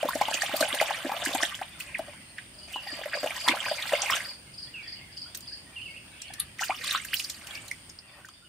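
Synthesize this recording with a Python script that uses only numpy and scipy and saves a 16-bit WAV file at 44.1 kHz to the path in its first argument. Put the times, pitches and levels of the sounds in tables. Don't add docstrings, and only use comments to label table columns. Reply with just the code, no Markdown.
import sys
import numpy as np
from scipy import signal
from scipy.fft import rfft, irfft, next_fast_len
from scipy.io import wavfile
from scipy.ndimage import uniform_filter1d

SR = 44100
rng = np.random.default_rng(int(sys.argv[2]) if len(sys.argv) > 2 else 0)


def undo_db(level):
    steps = np.asarray(level, float) / 20
    return 10 ** steps


def generate_wav(signal):
    frames = np.transpose(np.atleast_2d(signal))
    scaled = np.clip(frames, -1, 1) * 32767
    pcm = np.round(scaled).astype(np.int16)
    wavfile.write(sys.argv[1], SR, pcm)


N = 373968

# time in seconds, peak in dB, pitch in Hz.
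GLOOPS = [(0.03, -21.5, 632), (0.054, -22.5, 550), (0.087, -23, 1035), (0.155, -23.5, 605),
          (0.213, -14.5, 813), (0.284, -22, 880), (0.313, -27, 673), (0.434, -28.5, 734),
          (0.494, -29.5, 836), (0.54, -23.5, 613), (0.608, -19, 632), (0.741, -27.5, 604),
          (0.814, -14.5, 643), (0.888, -33, 866), (0.907, -22.5, 824), (1.048, -31, 617), (1.094, -26, 780),
          (1.118, -21.5, 895), (1.224, -30, 660), (1.31, -36, 518), (1.35, -22, 740), (1.43, -28, 690),
          (1.615, -26, 766), (1.993, -26, 650), (2.083, -40, 614),
          (2.76, -29, 903), (2.867, -38, 770), (2.989, -36.5, 596), (3.058, -29.5, 600),
                (3.152, -28, 620), (3.232, -24.5, 627), (3.463, -32, 1000), (3.478, -19, 954),
                (3.487, -21, 892), (3.536, -36, 850), (3.663, -29, 1014), (3.714, -23, 620),
                (3.922, -26, 705), (3.932, -17, 569), (4.033, -27, 785), (4.1, -24, 1140),
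          (0.344, -32.5, 660), (0.627, -18.5, 610), (0.647, -25.5, 662), (0.682, -32, 826),
         (1.065, -34, 603), (1.404, -30, 1120), (3.014, -32.5, 630), (3.137, -36.5, 657),
         (3.172, -33.5, 544), (3.242, -21.5, 599), (3.261, -24.5, 660), (3.305, -37, 706),
         (3.377, -39, 1050), (3.51, -29, 1026), (3.855, -37, 804), (3.995, -33.5, 895),
         (4.122, -26.5, 1100), (4.137, -25.5, 1290), (4.149, -39, 660), (6.624, -38, 780)]
# time in seconds, peak in dB, pitch in Hz.
PLINKS = [(0.254, -20.5, 2980), (0.3396, -19, 2790), (0.4196, -17, 1745), (0.4617, -21, 3150),
          (0.5378, -26.5, 3370), (0.625, -17.5, 1550), (0.7269, -19, 3190), (0.8003, -13.5, 2080),
          (1.426, -18, 3150), (1.1658, -24, 3010), (1.2602, -17, 1750), (1.4317, -13, 1750),
          (1.5916, -31, 1650), (1.8058, -26, 2660), (2.383, -25, 1840), (2.7326, -29, 2830),
          (3.058, -30, 2100), (3.133, -18, 1630), (3.273, -21, 2710), (3.306, -24.5, 2250),
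          (3.4905, -13.5, 2150), (3.4845, -13.5, 1830), (3.484, -9.5, 3500), (4.11, -18.5, 5280),
          (3.14, -20, 1730), (3.5722, -24.5, 1460), (3.683, -22.5, 1560), (3.8234, -21, 3460),
          (4.0185, -17.5, 5650), (3.924, -21.5, 1697), (3.9364, -17, 2720), (4.0986, -16.5, 1920),
          (4.2025, -30, 1800), (4.2567, -33, 1830)]
# time in seconds, peak in dB, pitch in Hz.
PLIPS = [(0.0797, -30, 3560), (0.1065, -24.5, 1420), (0.133, -23.5, 1750), (0.2297, -28, 3160),
         (0.322, -24.5, 1630), (0.35, -21, 3000), (0.372, -23, 2480), (0.492, -37, 2940),
         (0.514, -29, 1470), (0.7048, -26, 2100), (0.8964, -27, 3050), (0.913, -23, 1760),
         (0.945, -25, 1900), (1.056, -26, 1730), (1.131, -31, 1670), (1.2306, -26.5, 1670),
         (1.3355, -35, 3590), (1.3548, -25.5, 3570), (1.3798, -28, 3470), (1.4016, -31, 1830),
         (1.451, -19.5, 3300), (1.518, -33, 1920), (1.5449, -26.5, 3300), (2.872, -32, 1900),
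         (2.9595, -36, 3120), (3.016, -37, 3260), (3.036, -26.5, 1890), (3.1166, -38, 1720),
         (3.5064, -23, 2620), (3.5518, -38, 1520), (3.642, -26.5, 1590), (3.6568, -22.5, 2440),
         (3.7933, -26, 2110), (3.8543, -30, 1540), (3.892, -24, 1940), (3.9514, -19, 2170),
         (4.024, -24, 3220), (4.0606, -22, 2440), (4.123, -21.5, 2310), (4.1454, -21.5, 1620)]
# time in seconds, peak in dB, pitch in Hz.
RINSE = [(6.4016, -21, 3680), (6.5931, -23.5, 1980), (6.61, -24.5, 774), (6.6199, -23.5, 1330),
         (6.696, -18, 770), (6.7045, -19, 2350), (6.8, -41, 486), (6.842, -34, 1110), (6.8772, -20, 3820),
         (6.9094, -16.5, 3860), (6.9488, -13.5, 1240), (6.958, -14.5, 3850), (7.5517, -27, 4640),
         (8.289, -34, 3150), (6.975, -31, 5800), (7.0496, -29.5, 1690), (7.1394, -14, 2850),
         (7.199, -18, 2910), (7.301, -30, 3530), (7.5076, -29, 3300), (7.7132, -20.5, 2115),
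         (7.988, -27.5, 5000), (8.247, -30.5, 1660), (8.287, -37, 1230)]
# time in seconds, peak in dB, top octave against the rest in dB.
SPLATS = [(0.091, -22, 12), (0.152, -23, -13), (0.216, -24.5, -25), (0.31, -24, -29), (0.3415, -20, -21),
          (0.42, -17.5, -25), (0.5655, -18.5, 13), (0.608, -15, -27), (0.7476, -21.5, 2), (0.811, -20, -13),
          (1.252, -18, -18), (1.3476, -21, -6), (1.4284, -17, -28), (1.551, -28.5, -28),
          (1.802, -24.5, -14), (2.729, -32.5, -10), (3.365, -29, -36), (3.481, -15.5, -25),
          (3.878, -24.5, -19), (4.02, -22, -35), (4.104, -23, -1), (6.6114, -20.5, -47), (6.642, -20.5, 5),
          (6.842, -23.5, -11), (6.927, -24, 10), (7.049, -25.5, -6), (7.141, -14.5, 19),
          (7.195, -16.5, -16), (7.2436, -22.5, -4), (7.2978, -22, -18)]

POCKETS = GLOOPS


def evened(x):
    return x / np.sqrt(np.mean(x ** 2) + 1e-20)


def read(points, hz):
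    f, value = np.transpose(points)
    return np.interp(np.log(hz + 1), np.log(f + 1), value)


def curve(rows, column):
    return np.interp(np.arange(N) / SR, [r[0] for r in rows], [r[column] for r in rows])


def colour(x, points):
    size = next_fast_len(x.shape[-1])
    gain = undo_db(read(points, np.fft.rfftfreq(size, 1 / SR)))
    return irfft(rfft(x, size) * gain, size)[..., :x.shape[-1]]


def slow_noise(count, width):
    return evened(uniform_filter1d(rng.standard_normal(count), width))


def glide_tone(hz):
    return np.sin(2 * np.pi * np.cumsum(hz) / SR)


def swells(rows):
    t = np.arange(N) / SR
    return sum(undo_db(db) * np.exp(-((t - s) / width_s) ** 2) for s, width_s, db in rows)


def add(mix, s, sound, pan_db=0.):
    part = mix[:, max(round(s * SR), 0):][:, :np.shape(sound)[-1]]
    sides = undo_db(np.array([[pan_db / 2], [-pan_db / 2]]))
    part += (sides * sound)[:, :part.shape[1]]


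def scatter(x, t60, wet_db, gap_s):
    taps = rng.choice([-1., 1.], (2, SR // 2)) * (rng.random((2, SR // 2)) < 2000 / SR)
    t = np.arange(SR // 2) / SR
    both, apart = taps * undo_db(-60 * t / t60) * (t > gap_s)
    apart = colour(apart, [(500, -9.5), (2500, 1.5)])
    taps = np.array([both + apart, both - apart])
    taps = taps / np.linalg.norm(taps[0])
    return x + undo_db(wet_db) * signal.fftconvolve(x, taps, axes=1)[:, :N]


def bubble(hz, cycles, glide, rise):
    u = np.arange(int(1.8 * cycles * SR / hz)) * hz / SR / cycles
    shape = (1 - np.exp(-(u / rise) ** 2)) * np.exp(-2.5 * u ** 1.5)
    return shape / shape.max() * np.sin(2 * np.pi * cycles * (u + glide * u ** 2 / 2))


def pockets(rows, rings, glide, rise, rough, lift_db):
    out = np.zeros((2, N))
    for (s, db, hz), (a, b, *near) in zip(rows, rng.random((len(rows), 8))):
        cycles = rings * max(hz / 1500, 1) ** .55
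        level = undo_db(db + lift_db)
        main = bubble(hz * (1 - 0.58 * glide * b), cycles * (0.52 + .5 * a), glide * b, rise)
        add(out, s - 0.82 / hz, level * main)
        for off, late in np.reshape(near, (3, 2)):
            mate = bubble(hz * (.84 + .28 * off + .1 * late), .6 * cycles, glide, rise)
            late_s = 1.3 * cycles / hz * (late - .15)
            add(out, s + late_s, rough * level * mate, 6 * (off - .5))
    return out


def slaps():
    # frequency in Hz, density in dB per Hz.
    smack = [(150, 2.5), (400, 5), (1500, 6), (4000, -5), (9000, -13)]
    peak_s = 0.0021
    out, t = np.zeros((2, N)), np.arange(1500) / SR
    shape = (t / peak_s) * np.exp(1 - t / peak_s)
    for s, db, _ in POCKETS:
        noise = evened(colour(rng.standard_normal(len(t)), smack))
        add(out, s - .002, undo_db(db - 14) * noise * shape)
    return out


def sweeps():
    # start in seconds, peak in dB, first pitch in Hz, last pitch in Hz, length in seconds.
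    glides = [(1.615, -37.5, 1100, 4500, 0.022), (4.2, -30, 1600, 2300, 0.01),
              (6.621, -29, 1100, 2100, 0.018), (7.131, -24, 1300, 3500, 0.0074),
              (3.7, -50, 2980, 3700, .012), (4.672, -50, 3300, 3500, 0.012),
              (4.857, -50, 3000, 3400, 0.014), (5.457, -51, 3100, 3700, .012), (6.2, -49, 3300, 3240, .012),
              (5.168, -50, 2700, 3400, 0.012), (6.281, -43, 4400, 4300, 0.0038),
              (6.302, -43, 660, 890, 0.009), (3.5, -60, 4000, 4750, 0.031), (4.82, -57, 3600, 4600, .015),
              (3.53, -30.5, 390, 1270, 0.0227), (1.944, -27, 2900, 1640, 0.0155),
              (6.707, -32.5, 860, 1470, 0.023), (5.806, -59, 4400, 4200, .02),
              (2.28, -59, 4050, 4550, 0.045)]
    out = np.zeros((2, N))
    for s, db, from_hz, to_hz, length_s in glides:
        hz = np.geomspace(from_hz, to_hz, round(length_s * SR))
        add(out, s, undo_db(db) * glide_tone(hz) * np.hanning(len(hz)) ** 0.38)
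    return out


def swarm(lo_hz, hi_hz, cycles, per_s, spread_db, width_db, climb, count=50):
    clumps = undo_db(4.54 * slow_noise(N, 600))
    out, each = np.zeros((2, N)), 1200
    sizes = zip(np.geomspace(lo_hz, hi_hz, count), rng.random((count, 2)))
    for k, (hz, (a, b)) in enumerate(sizes):
        if k % 10 == 0:
            clumps = np.roll(clumps, SR)
        when, used, large, side = rng.random((each, 4)).T
        at, hits = (when * N).astype(int), np.zeros((2, N))
        present = used < per_s / count * N / SR / each
        size = present * clumps[at] * undo_db(-spread_db * np.log(large + 0.035))
        hits[:, at] = size * undo_db(width_db * np.outer([1, -1], 2 * side - 1))
        grain = bubble(hz, cycles * (.5 + a), climb * b ** 2, 0.32) * np.sqrt(hz)
        out += signal.oaconvolve(hits, grain[None], axes=1)[:, :N]
    return evened(out)


def bouts(lift_db):
    # time in seconds, effort in dB.
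    stir = [
        [(0.0, -44.5), (0.1, -43.5), (0.5, -40.5), (0.8, -37.5), (1.0, -42.5), (1.4, -39), (1.6, -53),
         (1.75, -60), (2.15, -53.5)],
        [(2.68, -53.5), (2.86, -50.5), (3.26, -45), (3.4, -44), (3.66, -41), (3.96, -41.5), (4.16, -35.5),
         (4.26, -47), (4.36, -61.5)],
        [(6.585, -46), (6.78, -51), (6.9, -36), (6.97, -44), (7.03, -55), (7.11, -53.5), (7.42, -55.5),
         (7.54, -52), (7.8, -65)],
    ]
    t = np.arange(N) / SR
    return sum(undo_db(np.interp(t, *np.transpose(rows), -150, -150) + up_db)
               for rows, up_db in zip(stir, lift_db))


def wake(rows, lift_db):
    rise_s, t60_s = 0.018, 0.25
    power, t = np.zeros(N), np.arange(SR // 2) / SR
    for s, db, _ in rows:
        power[max(round((s - rise_s) * SR), 0)] = undo_db(2 * (db + lift_db))
    swell = np.minimum(t / rise_s, 1) ** 2 * undo_db(-2 * 60 * t / t60_s)
    return np.sqrt(abs(signal.fftconvolve(power, swell)[:N]))


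def spray(drops):
    # time in seconds, peak in dB, top octave against the rest in dB.
    drips = [(1.986, -30, -5), (2.3837, -39, -23), (5.178, -40, -21), (5.349, -19.5, -12),
             (5.3732, -27, -1), (5.4076, -34, -4), (6.219, -27, -27), (6.338, -25.5, -18), (6.398, -20, -2),
             (7.471, -29, -7), (7.5487, -37, -3), (7.681, -30, -9), (7.713, -28, -9), (7.896, -36, -23),
             (8.253, -32.5, -7), (8.287, -34, -22)]
    bursts = SPLATS + drips
    out, t = np.zeros((2, N)), np.arange(3000) / SR
    for (s, db, top_db), at in zip(bursts, rng.random(len(bursts))):
        tilt = [(250, -34), (1500, 5.5), (4000, 2.0), (8000, 4.5), (13000, 0.72 * (top_db + 9.5))]
        start = int(at * (N - len(t)))
        crackle = drops[:, start:start + len(t)]
        hiss = 0.52 * rng.standard_normal((2, len(t)))
        burst = evened(colour(crackle + hiss, tilt))
        u = t / (0.005 * undo_db(0.15 * (db + 26.5)))
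        add(out, s - .004, undo_db(db - 2.0) * burst * u ** 2.52 * np.exp(-u ** 2.37))
    return out


def churn():
    # frequency in Hz, density in dB per Hz.
    slosh_tone = [(650, -50), (1100, 3.5), (1390, 0.5), (1870, 6.5), (3550, 8.5), (4090, -4.5), (5500, 1.5),
                  (7150, -59), (12100, -120)]
    # frequency in Hz, density in dB per Hz.
    fizz_tone = [(2350, -61), (4000, -6.5), (5220, -5.5), (9120, -3.5), (10700, -8.5), (14800, -10),
                 (16000, -31)]
    # hollow against slosh in dB, fizz against slosh in dB.
    depth = [
        (-7.5, -12),
        (-8, -10),
        (-23, -7),
    ]
    froth = swarm(1150, 4600, 9, 3200, 3.3, 5.5, .12)
    hollow = swarm(520, 1050, 6.5, 600, 2.6, 1.5, .2, count=20)
    drops = swarm(3500, 15500, 9, 4500, 4.4, 8.5, .15)
    hollow_db, fizz_db = np.transpose(depth)
    plinks = PLINKS + PLIPS + [row for row in RINSE if row[0] < 7]
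    slosh = evened(colour(froth, slosh_tone)) * np.hypot(bouts(0 * fizz_db), wake(plinks, -20))
    fizz = evened(colour(drops, fizz_tone)) * np.hypot(bouts(fizz_db), wake(SPLATS, -22)) * undo_db(4.0)
    hollow = hollow * np.hypot(bouts(hollow_db), wake(POCKETS, -29.5))
    return slosh + hollow + fizz + spray(drops)


def pond():
    # time in seconds, peak in dB.
    gulps = [(0.048, -30), (0.152, -33), (0.537, -29.5), (0.609, -30), (0.732, -36), (1.05, -27.5),
             (1.065, -33), (1.27, -28.5), (1.291, -34), (1.348, -31), (1.43, -33), (2.928, -39.5),
             (3.493, -26), (3.51, -30.5), (3.522, -33), (3.933, -38), (0.345, -41), (1.995, -40),
             (3.238, -42.5), (6.698, -41)]
    # time in seconds, peak in dB, pitch in Hz.
    rinse_plips = [(6.6001, -27, 1720), (6.6338, -20.5, 2800), (6.62, -24, 6200), (6.683, -30, 4700),
                   (6.7448, -28, 2820), (6.787, -35, 4470), (6.8167, -35.5, 4520), (6.8387, -26, 3950),
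                   (6.893, -28, 1820), (6.978, -25, 1596), (7.0844, -33, 2600), (7.1514, -35, 2840),
                   (7.168, -25, 4000), (7.246, -22, 4700), (7.3442, -32.5, 4500), (7.471, -33, 2740),
                   (7.5512, -36, 2340), (7.5752, -34, 2720), (7.6839, -36, 4000), (7.898, -35, 5300),]
    # frequency in Hz, left against right in dB.
    sides = [(60, -11), (150, 1), (380, -1), (950, 3), (2380, -3), (5980, -0.5), (15000, -4.5)]
    hole_hz = 323
    water = pockets(POCKETS, rings=6.6, glide=.14, rise=.5, rough=.36, lift_db=-.5)
    deep = [(s, db, hole_hz) for s, db in gulps]
    water += pockets(deep, rings=5, glide=.45, rise=.3, rough=.25, lift_db=-3)
    small = PLINKS + RINSE + PLIPS + rinse_plips
    water += pockets(small, rings=8, glide=.07, rise=.5, rough=.5, lift_db=-5)
    water += slaps() + sweeps() + churn()
    left = colour(water[0], [(hz, db / 2) for hz, db in sides])
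    right = colour(water[1], [(hz, -db / 2) for hz, db in sides])
    water = colour(np.array([left, right]), [(60, -18), (170, 1.5)])
    return scatter(water, 0.099, -5.5, .002)


def trills():
    # middle note in seconds, peak in dB, gap between notes in seconds.
    calls = [(2.585, -43.5, 0.045), (2.872, -35.5, 0.043), (3.138, -34, 0.045), (3.400, -33.5, 0.041),
             (3.661, -32.5, 0.032), (3.950, -36, 0.041), (4.247, -35, 0.04), (4.581, -35, 0.044),
             (4.876, -36, 0.046), (5.17, -36, 0.047), (5.475, -35.5, .051), (5.8587, -53.5, 0.043),
             (8.079, -50.5, .045), (8.29, -48, 0.042)]
    out, t = np.zeros((2, N)), np.arange(round(0.055 * SR)) / SR - .018
    shape = np.exp(-(t / 0.0069) ** 2) + 0.041 * np.hanning(len(t))
    note = glide_tone(5200 - 52000 * abs(t + 0.00894)) * shape
    for s, db, gap_s in calls:
        for late_s, step_db in [(-gap_s, -12), (0, -2.5), (gap_s, -1.5)]:
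            grain = slow_noise(len(t), 120)
            add(out, s + late_s - .013, undo_db(db + step_db + 2.0 * grain) * note)
    return scatter(out, 0.31, 2.7, 0.0047)


def whistles():
    # start in seconds, length in seconds, first pitch in Hz, last pitch in Hz, level in dB.
    calls = [(1.865, 0.074, 2600, 2280, -44.5), (2.734, 0.075, 3114, 2650, -32),
             (2.882, 0.042, 2000, 1665, -35), (4.733, 0.098, 2966, 2140, -36),
             (5.727, 0.039, 2390, 2340, -50), (5.756, 0.016, 3400, 2680, -44),
             (5.76, 0.049, 2975, 2486, -33.5), (5.814, 0.041, 3080, 2830, -38.5),
             (5.854, 0.04, 2820, 2610, -35.5), (5.878, 0.077, 2220, 2185, -44.5),
             (5.94, .025, 2490, 2580, -44), (5.962, 0.015, 2540, 2920, -37),
             (5.975, 0.015, 2930, 2510, -38), (6.116, 0.032, 3900, 3800, -57), (2.549, .12, 603, 616, -57),
             (2.606, 0.11, 2900, 3020, -52), (2.08, .07, 2920, 2900, -56),
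             (6.238, 0.055, 2960, 3080, -45.5), (4.465, 0.059, 2180, 2110, -54),
             (4.675, 0.038, 1800, 2030, -52), (4.861, 0.031, 1960, 1750, -44),
             (5.009, 0.041, 2130, 2160, -45), (5.254, 0.037, 1330, 1530, -51.5),
             (5.23, 0.15, 2910, 3760, -55), (5.511, 0.042, 1490, 1920, -51),
             (5.663, 0.044, 1860, 1900, -52), (7.53, 0.067, 2227, 2300, -41),
             (8.327, 0.14, 3550, 3620, -55), (8.418, 0.062, 1360, 1520, -51),
             (8.445, 0.044, 2930, 2860, -47.5)]
    out = np.zeros((2, N))
    for s, length_s, from_hz, to_hz, db in calls:
        t = np.arange(0, length_s, 1 / SR) / length_s
        hz = from_hz + (to_hz - from_hz) * t ** 0.77
        flutter = slow_noise(len(t), 150)
        tone = glide_tone(hz * (1 + .02 * flutter)) * signal.windows.tukey(len(t), .3)
        add(out, s, undo_db(db - 11.5 * t + 0.95 * flutter) * tone, -2.5)
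    return scatter(out, 0.43, -1.5, 0.011)


def chorus():
    # swell in seconds, width in seconds, level in dB.
    far_swells = [(1.95, 0.39, -47.5), (2.5, 0.22, -64), (4.95, 0.19, -47.5), (6.3, 0.17, -44.5),
                  (7.55, 0.059, -41.5), (8.15, 0.12, -44)]
    far = np.zeros((2, N))
    for s, a, b, c, d in rng.random((1100, 5)):
        t = np.arange(0, .012 + .035 * c, 1 / SR)
        hz = 1600 * 2.2 ** a * (1 + .5 * (b - .6) * t / t[-1])
        add(far, s * N / SR, undo_db(11 * d) * glide_tone(hz) * np.hanning(len(t)), 8 * (c - .6))
    return evened(scatter(far, 0.52, 4.6, .003)) * swells(far_swells) * undo_db(-5.0)


def cicada():
    # time in seconds, level in dB, share of the near one that throbs from 0 to 1.
    buzz = [(0, -63.5, 1), (1.9, -61, 0.96), (2.74, -57, 0.7), (2.78, -60, 0), (4.1, -52, 0.35),
            (4.3, -55, 0.4), (4.69, -58, 0.6), (4.72, -51, 0), (5.5, -53.5, 0.24), (6.5, -59, 0.57),
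            (7.6, -47, 0.08), (8.48, -52.5, 0.24)]
    turns = np.cumsum(125.1 + .1 * slow_noise(N, 9000)) / SR
    share = np.clip(curve(buzz, 2), 0, 1)
    a, b = rng.standard_normal((2, N))
    ribs = np.array([a, .5 * a + 1.1 * b])
    shell = [(7500, -28), (8200, -13), (8750, -8), (9050, 0), (9350, -9), (10000, -24), (11000, -48)]
    blurred = [(7400, -24), (8200, -5), (9000, -3), (9600, -9), (10200, -24), (11000, -48)]
    near = colour(ribs * 18.0 * share * np.exp(-(turns % 1) / 0.65), shell)
    far = colour(ribs * (1 - share), blurred)
    return evened(near + far) * undo_db(curve(buzz, 1))


def air():
    # frequency in Hz, density in dB per Hz.
    air_tone = [(25, -17), (60, 3), (140, -1.5), (430, -8.5), (1200, -14), (3200, -8.5), (3900, -17.5),
                (4800, -9.5), (5800, -21.5), (8000, -20), (10600, -20), (11500, -30), (15000, -23)]
    # frequency in Hz, left-right likeness from -1 to 1.
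    likeness = [(60, 1), (240, 0.87), (950, 0.23), (3770, -0.14), (15000, -0.16)]
    frames, hz = N // 256 + 5, np.fft.rfftfreq(1024, 1 / SR)
    a, b, c, d, patches = rng.standard_normal((frames, 513, 5)).T
    patches = evened(uniform_filter1d(uniform_filter1d(patches, 8, 0), 12, 1))
    same = np.clip(read(likeness, hz), -1, 1)[:, None]
    left = a + 1j * b
    right = same * left + np.sqrt(1 - same ** 2) * (c + 1j * d)
    patchy_db = read([(300, 1), (1500, 2), (4000, 1.5), (7000, 1)], hz)[:, None]
    z = np.array([left, right]) * undo_db(read(air_tone, hz)[:, None] + patchy_db * patches)
    return undo_db(-52.5) * evened(signal.istft(z, nperseg=1024, noverlap=768)[1][:, :N])


def brushes():
    # swell in seconds, width in seconds, level in dB.
    rustles = [
        (7.52, 0.16, -54.5),
        (8.14, 0.12, -52),
        (3, 0.075, -54),
    ]
    # frequency in Hz, density in dB per Hz.
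    leaf_tone = [(250, -5), (600, 6.5), (1200, 5), (2800, -4), (4500, -16)]
    grit = rng.standard_normal((2, N)) * undo_db(3.8 * slow_noise(N, 300))
    return evened(colour(grit + 0.69 * grit[::-1], leaf_tone)) * swells(rustles)


def scene():
    return pond() + trills() + whistles() + chorus() + cicada() + air() + brushes()


def roll_off(x):
    return signal.sosfilt(signal.butter(12, 16650, fs=SR, output="sos"), x)


def record(dry):
    # frequency in Hz, gain in dB.
    band_edges = [(22, -22), (48, .1), (340, 1), (440, -5), (560, .1), (15300, .1), (15700, -6),
                  (16100, -60)]
    # time in seconds, gain in dB.
    fade = [(0, 1), (7.9, 1), (8.05, -4.5), (8.48, -4.5)]
    mix = colour(dry, band_edges) * undo_db(curve(fade, 1))
    return roll_off(mix)


dry = scene()
out = record(dry)
generate_wav(out)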